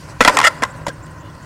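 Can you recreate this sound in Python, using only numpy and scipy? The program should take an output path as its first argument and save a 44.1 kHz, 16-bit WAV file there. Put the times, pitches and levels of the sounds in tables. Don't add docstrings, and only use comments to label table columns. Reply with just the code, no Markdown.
import sys
import numpy as np
from scipy import signal
from scipy.fft import rfft, irfft, next_fast_len
from scipy.io import wavfile
from scipy.ndimage import uniform_filter1d, map_coordinates

SR = 44100
rng = np.random.default_rng(int(sys.argv[2]) if len(sys.argv) > 2 else 0)


def rack_gain(trim_db):
    fader = np.asarray(trim_db, float)
    return 10 ** (fader / 20)


def unload_wav(signal):
    wavfile.write(
        sys.argv[1],
        SR,
        np.round(np.clip(np.atleast_2d(signal).T, -1, 1) * 32767).astype(np.int16),
    )


N = 63945
TIME = np.arange(N) / SR

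# f/Hz, density/dB
NIGHT_SPECTRUM = [(15, -40), (30, -13), (60, -6.5), (100, -4), (125, -3), (155, -3.5), (200, -14.5),
                  (300, -10.5), (500, -28)]
# f/Hz, width/Hz, level/dB
GENERATOR_ORDERS = [(76.7, 9.4, -4.5), (100, 8.5, -1.5), (155, 6.5, -0.5), (1042, 19, -7), (1490, 30, -21)]
# f/Hz, density/dB
AIR_SPECTRUM = [(300, -29), (600, 0), (1500, -1), (2500, -24), (6000, -15.5), (11000, -30), (16000, -20)]
NIGHT_DB, ORDERS_DB, AIR_DB = -38.5, -41.5, -51.5

YARD_T60_S, YARD_DB = 0.58, -23

# t/s, length/s, start f/Hz, end f/Hz, level/dB
SQUEAKS = [(0.561, 0.043, 7840, 7260, -52), (0.699, 0.026, 7200, 7600, -47.5),
           (0.758, 0.031, 8100, 8600, -56), (0.855, 0.027, 6500, 7350, -48), (0.924, .024, 9100, 8040, -54),
           (0.95, 0.013, 7400, 6000, -59), (1.021, 0.036, 7200, 7700, -51), (1.055, 0.011, 8400, 8600, -52),
           (1.104, 0.019, 8100, 8050, -52.5), (1.18, .02, 6000, 6300, -56), (1.195, 0.029, 7100, 6900, -54),
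           (1.42, 0.021, 6700, 7520, -53.5)]
SQUEAK_ROUGH_HZ = 250

# f/Hz, width/Hz, level/dB
AXLE_MODES = [(2870, 71, -.5), (3500, 62, -4)]
ROUGH_PATCH_S, ROUGH_LENGTH_S, ROUGH_DB = 1.257, 0.028, -53.5

# t/s, level/dB, hiss over hum/dB
ROLL = [(0, -44.5, -0.5), (0.071, -41.5, -4.5), (.1, -36.5, -7), (0.194, -44.5, -3), (.215, -34, 3.5),
        (0.311, -24, -12), (0.349, -21.5, -6.5), (.362, -21.5, -14), (.48, -31.5, -13), (.51, -33.5, -9),
        (.61, -36, -11.5), (.78, -38, -11.5), (.84, -40, -14), (.97, -42.5, -10), (1.15, -41, -14),
        (1.25, -42.5, -9.5), (1.33, -43, -11.5), (1.45, -43, -11)]
# f/Hz, width/Hz, level/dB
ROLL_MODES = [(265, 76, -5.5), (555, 104, 0), (1013, 105, 1.5), (1502, 176, -3.5), (1920, 170, -7.5),
              (2760, 350, -16.5)]
# f/Hz, density/dB
GRIT_SPECTRUM = [(2000, 0), (2800, 3), (3400, -4), (4500, 1.5), (6000, -3), (8500, -4), (11500, -13),
                 (16000, -31)]
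GRIT_PER_S, GRIT_SCATTER_DB, GRIT_HISS_DB = 9500, 1.5, -1.5
PATCH_DB = 3

# t/s, level/dB
LOW_BUMPS = [
    (.212, -21.5),
    (.262, -24),
    (.285, -25),
]
LOW_BUMP_S = 0.0061

# t/s, level/dB
WEIGHT = [
    (0.2052, -5.5),
    (.249, -7),
    (0.276, -3.5),
    (0.344, -27),
    (.622, -11),
    (.867, -23),
    (0.883, -18.5),
]
# f/Hz, width/Hz, level/dB
THUD_MODES = [(247, 67, -0.5), (314, 46, -1.5), (468.5, 39, 0.5), (691, 146, 2)]
PUSH_S = 0.00023

# t/s, level/dB
SKID = [
    (.42, -18),
    (.433, -21.5),
    (.44, -8),
    (.449, -1.5),
    (.455, -5.5),
    (.465, -7),
    (.473, 0),
    (.4815, -5.5),
    (.494, -37),
]
# f/Hz, width/Hz, level/dB
SKID_MODES = [(595, 230, -11), (930, 98, -6), (1340, 110, -2), (1820, 105, 2.5), (2036, 91, 1),
              (2780, 120, -8.5), (3400, 54, -19), (4850, 68, -9)]
SLIPS_PER_S, SLIP_SCATTER_DB, SKID_HISS_DB, SLIDE_RING_DB = 4600, 2.5, -14.5, -7.5
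STEADY = 0.99

# t/s, length/s, start f/Hz, end f/Hz, peak level/dB
BOARD_RINGS = [(0.21, 0.015, 240, 280, -10.5), (.206, 0.021, 454, 606, -9), (.207, 0.0069, 1056, 1200, -10),
               (0.21, .03, 1270, 1520, -10.5), (0.21, 0.022, 1950, 1980, -10.5),
               (0.2487, 0.019, 1940, 2030, -12.5), (0.26, 0.0075, 680, 620, -16),
               (0.246, .011, 1380, 1500, -13), (.2755, 0.019, 1370, 1450, -3.5),
               (.281, 0.026, 1015, 988, -5.5), (.277, 0.018, 1900, 1920, -10.5),
               (0.329, 0.089, 300, 263, -27.5), (.369, 0.0091, 1145, 930, -8),
               (0.38, 0.0082, 1874, 1870, -11), (.387, .012, 1162, 965, -8), (0.38, 0.0071, 2380, 2600, -16),
               (0.4, .012, 1047, 1093, -11), (.4, 0.0071, 2000, 1870, -19), (0.414, 0.0077, 1060, 990, -12),
               (.439, 0.019, 1880, 1800, -5), (0.44, 0.0075, 2140, 2400, -11), (.453, .011, 1310, 1370, -6),
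               (0.47, 0.02, 1310, 1390, -7.5), (0.46, 0.028, 2080, 2050, -8.5),
               (.441, 0.022, 2800, 3000, -14), (.47, 0.0273, 691, 522, -19),
               (.468, 0.013, 3350, 3380, -16.5), (.621, .012, 1620, 1760, -15.5),
               (.622, 0.0091, 1070, 920, -20), (0.63, 0.0051, 1900, 1950, -10.5),
               (0.63, .014, 1030, 1064, -14), (0.65, 0.018, 1065, 1030, -21),
               (0.63, 0.022, 2050, 1940, -18.5), (.8655, 0.0092, 960, 990, -15),
               (.867, 0.012, 650, 580, -21.5), (0.88, 0.0072, 205, 230, -19), (.881, 0.0051, 180, 150, -22),
               (0.9, 0.013, 1580, 1625, -27), (.879, .01, 1960, 1930, -27.5), (0.887, 0.02, 520, 500, -29.5),
               (.206, 0.011, 2630, 2550, -10.5), (.2065, 0.011, 3500, 3450, -12.5),
               (.468, 0.018, 4850, 4860, -20)]
RING_PEAK, RING_ROUGH_DB = 0.54, 1

# t/s, deck level/dB, chatter t60/s, tilt/(dB per octave), crack over deck/dB
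CONTACTS = [(0.2062, 2.5, 0.046, 3.5, -16), (0.2133, -11, 0.025, -8, 1.5), (0.2225, -6, 0.032, -2.5, -9),
            (0.2371, -19, 0.034, -4, -1), (0.2488, 4.5, 0.02, 3, -9.5), (0.2561, -9.5, 0.15, -8.5, -13),
            (0.2762, 2.5, 0.039, 3.5, -11), (.283, 2.5, 0.019, -11, -10.5),
            (0.2938, -9.5, 0.051, -24, -9.5), (0.3702, 0.5, 0.022, 0, -7), (0.3877, -4, 0.027, -9, -1.5),
            (0.4011, -2.5, 0.02, -0.5, -12), (0.4142, -8, 0.022, -2, -10), (0.43, -8.5, 0.032, -4, -22),
            (.6216, -9, 0.1, -5, -16), (0.6351, 1.5, .016, 4, -11), (0.6413, -21, 0.053, -17, -12),
            (0.6503, -21.5, 0.019, -14, -6.5), (.866, -15.5, 0.056, -4, -8),
            (0.8814, -20.5, 0.061, 6, -1.5), (0.8895, -33, 0.025, -3, 4), (1.066, -54, 0.016, 2, 17),
            (1.3, -39.5, 0.02, 15.5, -11), (1.35, -40, 0.029, 8, -2.5)]
# f/Hz, width/Hz, then level/dB free on landing, under the feet,
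# at a front-loaded joint, at a back-loaded joint
DECK_MODES = [(591, 60, -2.5, -17, -8, 7), (874, 204, 0.5, 0, -5, -3), (1022, 93, -3.5, 0, 5, -0.5),
              (1334, 160, 3, 6.5, 2, 1), (1602, 63, -5.5, -6, -7, -2.5), (1843, 91, -6.5, 1, -21, -8),
              (2060, 58, 0, -0.5, -16, -32), (2370, 290, -4, -3.5, -31, -21), (3350, 88, -3, -8, -41, -15),
              (5200, 520, -9, -1.5, -13.5, -21)]
# f/Hz, density/dB
CRACK_SPECTRUM = [(1500, -3), (3000, 3.5), (5500, -2), (8000, 1), (11000, -6.5), (13500, -17), (16000, -24)]
# f/Hz, width/Hz, level/dB
TRUCK_MODES = [(3450, 240, -0.42), (4200, 140, -1), (4990, 470, 1), (5870, 200, 0), (6970, 440, -1.8)]
TRUCK_SHARE = 0.58
SCATTER_DB, RISE_S, CHATTER_DB = 3.5, 0.00029, -7.5
FEET_DOWN_S, ROLLING_S, LEAN_BACK_S = 0.27, 0.55, 0.8
WOOD_TOP_HZ, WOOD_LOW_HZ = 5130, 380

CLIP_TOP, CLIP_HARD = 1, 10


def unit(x):
    return x / np.sqrt(np.mean(x ** 2) + 1e-20)


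def level(rows):
    return rack_gain(np.interp(TIME, *np.transpose(rows)))


def wobble(rate):
    knots = rng.standard_normal(int(N * rate / SR) + 4)
    return map_coordinates(knots, [np.arange(N) * rate / SR])


def bell(centre_s, width_s):
    return np.exp(-0.5 * ((TIME - centre_s) / width_s) ** 2)


def filtered(x, response):
    m = next_fast_len(len(x) + 8192)
    return irfft(rfft(x, m) * response(np.fft.rfftfreq(m, 1 / SR)), m)[:len(x)]


def colour(points):
    f, db = np.transpose(points)
    return lambda hz: rack_gain(np.interp(np.log(hz + 1), np.log(f + 1), db, left=-120, right=-120))


def body(modes):
    def response(f):
        total = 0
        for k, (centre, width, db) in enumerate(modes):
            damping = 1j * f * width
            total = total + (-1) ** k * rack_gain(db) * damping / (centre * centre - f * f + damping)
        return total
    return response


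def wood(f):
    highpass = 1j * f / (WOOD_LOW_HZ + 1j * f)
    lowpass = WOOD_TOP_HZ / (WOOD_TOP_HZ + 1j * f)
    return (highpass * lowpass) ** 2


def metal(truck_gain):
    return lambda f: colour(CRACK_SPECTRUM)(f) * (TRUCK_SHARE + truck_gain * np.abs(body(TRUCK_MODES)(f)))


def grains(per_s, scatter_db):
    chance, side, size = rng.random((3, N))
    return (chance < per_s / SR) * np.sign(side - 0.5) * rack_gain(-scatter_db * np.log(size + 0.0012))


def patchy(x, depth_db):
    z = signal.stft(x, nperseg=256)[2]
    field = uniform_filter1d(rng.standard_normal(z.shape), size=3, axis=0)
    field = uniform_filter1d(field, size=12, axis=1)
    return signal.istft(z * rack_gain(depth_db * unit(field)), nperseg=256)[1][:N]


def night():
    drone = unit(filtered(rng.standard_normal(N), colour(NIGHT_SPECTRUM))) * rack_gain(0.76 * wobble(29.2))
    orders = unit(filtered(rng.standard_normal(N),
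                           lambda f: sum(body([line])(f) ** 2 for line in GENERATOR_ORDERS)))
    air = unit(filtered(rng.standard_normal(N), colour(AIR_SPECTRUM)))
    return rack_gain(NIGHT_DB) * drone + rack_gain(ORDERS_DB) * orders + rack_gain(AIR_DB) * air


def yard(x):
    t = np.arange(SR // 2) / SR
    tail = rng.standard_normal(len(t)) * rack_gain(-60 * t / YARD_T60_S) * (t > 0.008)
    answer = signal.fftconvolve(x, tail / np.linalg.norm(tail))[:N]
    return filtered(answer, lambda hz: 1 / (1 + hz / 4000))


def bearings():
    out = np.zeros(N + SR)
    for s, length, start_hz, end_hz, db in SQUEAKS:
        rough = uniform_filter1d(rng.standard_normal((2, 4096)), size=40, axis=1) * 8.1
        u = np.linspace(0, 1, max(int(length * SR), 8))
        pitch_rough, level_rough = rough[:, :len(u)]
        hz = start_hz + (end_hz - start_hz) * u + SQUEAK_ROUGH_HZ * pitch_rough
        swell = rack_gain(db + 2.0 + 2.9 * level_rough) * np.sin(np.pi * u) ** 0.65
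        out[round(s * SR):][:len(u)] += swell * np.sin(2 * np.pi * np.cumsum(hz) / SR)
    return out[:N]


def rough_patch():
    ring = unit(filtered(filtered(rng.standard_normal(N), body(AXLE_MODES)), wood))
    return rack_gain(ROUGH_DB) * bell(ROUGH_PATCH_S, ROUGH_LENGTH_S) * ring


def rolling():
    grit = grains(GRIT_PER_S, GRIT_SCATTER_DB)
    rows = np.array(ROLL)
    hum = unit(filtered(grit, body(ROLL_MODES))) * rack_gain(0.38 * wobble(24.8))
    hiss = filtered(unit(grit) + 1.15 * rng.standard_normal(N), colour(GRIT_SPECTRUM))
    hiss = unit(patchy(hiss, PATCH_DB)) * rack_gain(GRIT_HISS_DB + 2.0 * wobble(30.1))
    return level(rows[:, [0, 1]]) * (hum + level(rows[:, [0, 2]]) * hiss)


def low_bumps():
    bumps = sum(rack_gain(db) * bell(s, LOW_BUMP_S) for s, db in LOW_BUMPS)
    return filtered(bumps, lambda f: 1j * f / (18 + 1j * f))


def weight():
    push = sum(rack_gain(db) * bell(s + 0.001, PUSH_S) for s, db in WEIGHT)
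    return 3 * filtered(filtered(push, body(THUD_MODES)), lambda f: 1j * f / (150 + 1j * f))


def skid():
    gain = level(SKID) * (TIME > SKID[0][0]) * (TIME < SKID[-1][0])
    slips = unit(grains(SLIPS_PER_S, SLIP_SCATTER_DB))
    hiss = unit(filtered(slips + rng.standard_normal(N), metal(1)))
    ring = unit(filtered(filtered(slips, body(SKID_MODES)), wood))
    power = np.abs(uniform_filter1d(ring ** 2, size=220))
    ring = ring / (power + 0.036) ** (STEADY / 2)
    return gain * (rack_gain(SLIDE_RING_DB) * ring + rack_gain(SKID_HISS_DB) * hiss)


def rings():
    out, rough_db = np.zeros(N + SR), RING_ROUGH_DB * wobble(300)
    for s, length, start_hz, end_hz, db in BOARD_RINGS:
        u = np.linspace(0, 1, max(int(length * SR), 8))
        phase = 2 * np.pi * np.cumsum(start_hz + (end_hz - start_hz) * u) / SR
        out[round(s * SR):][:len(u)] += rack_gain(db) * np.sin(np.pi * u ** RING_PEAK) * np.sin(phase)
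    return out[:N] * rack_gain(rough_db)


def contacts():
    out, t = np.zeros(N + SR), np.arange(SR // 8) / SR
    for s, db, t60, tilt_db, crack_db in CONTACTS:
        deck_noise, crack_noise = rng.standard_normal((2, len(t)))
        spread = rng.standard_normal(len(DECK_MODES))
        shape = rack_gain(-60 * t / t60) * (1 - np.exp(-t / RISE_S))
        stance = int(s > FEET_DOWN_S) + int(s > ROLLING_S) + int(s > LEAN_BACK_S)
        deck = 0
        for (hz, width, *levels_db), chance in zip(DECK_MODES, spread):
            ring = unit(filtered(deck_noise * shape, body([(hz, width, 0)])))
            mode_db = levels_db[stance] + tilt_db * np.log2(hz / 1200) + SCATTER_DB * chance
            deck = deck + rack_gain(mode_db) * ring
        chatter = 0.42 * np.sqrt(t60) * rack_gain(CHATTER_DB) * filtered(deck, wood)
        crack = filtered(crack_noise, metal(1.29)) * shape ** 1.2
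        out[round(s * SR):][:len(t)] += rack_gain(db) * (chatter + rack_gain(crack_db) * crack)
    return out[:N]


def scene():
    board = contacts() + weight() + skid() + rings()
    surroundings = rack_gain(YARD_DB) * yard(board) + night()
    travel = rolling() + bearings() + rough_patch()
    return (board + surroundings + travel + low_bumps())[None]


def low_pass(x):
    return signal.sosfilt(signal.butter(12, 15800, fs=SR, output="sos"), x)


def record(dry):
    clipped = dry / (1 + np.abs(dry / CLIP_TOP) ** CLIP_HARD) ** (1 / CLIP_HARD)
    return low_pass(clipped)


dry = scene()
out = record(dry)
unload_wav(out)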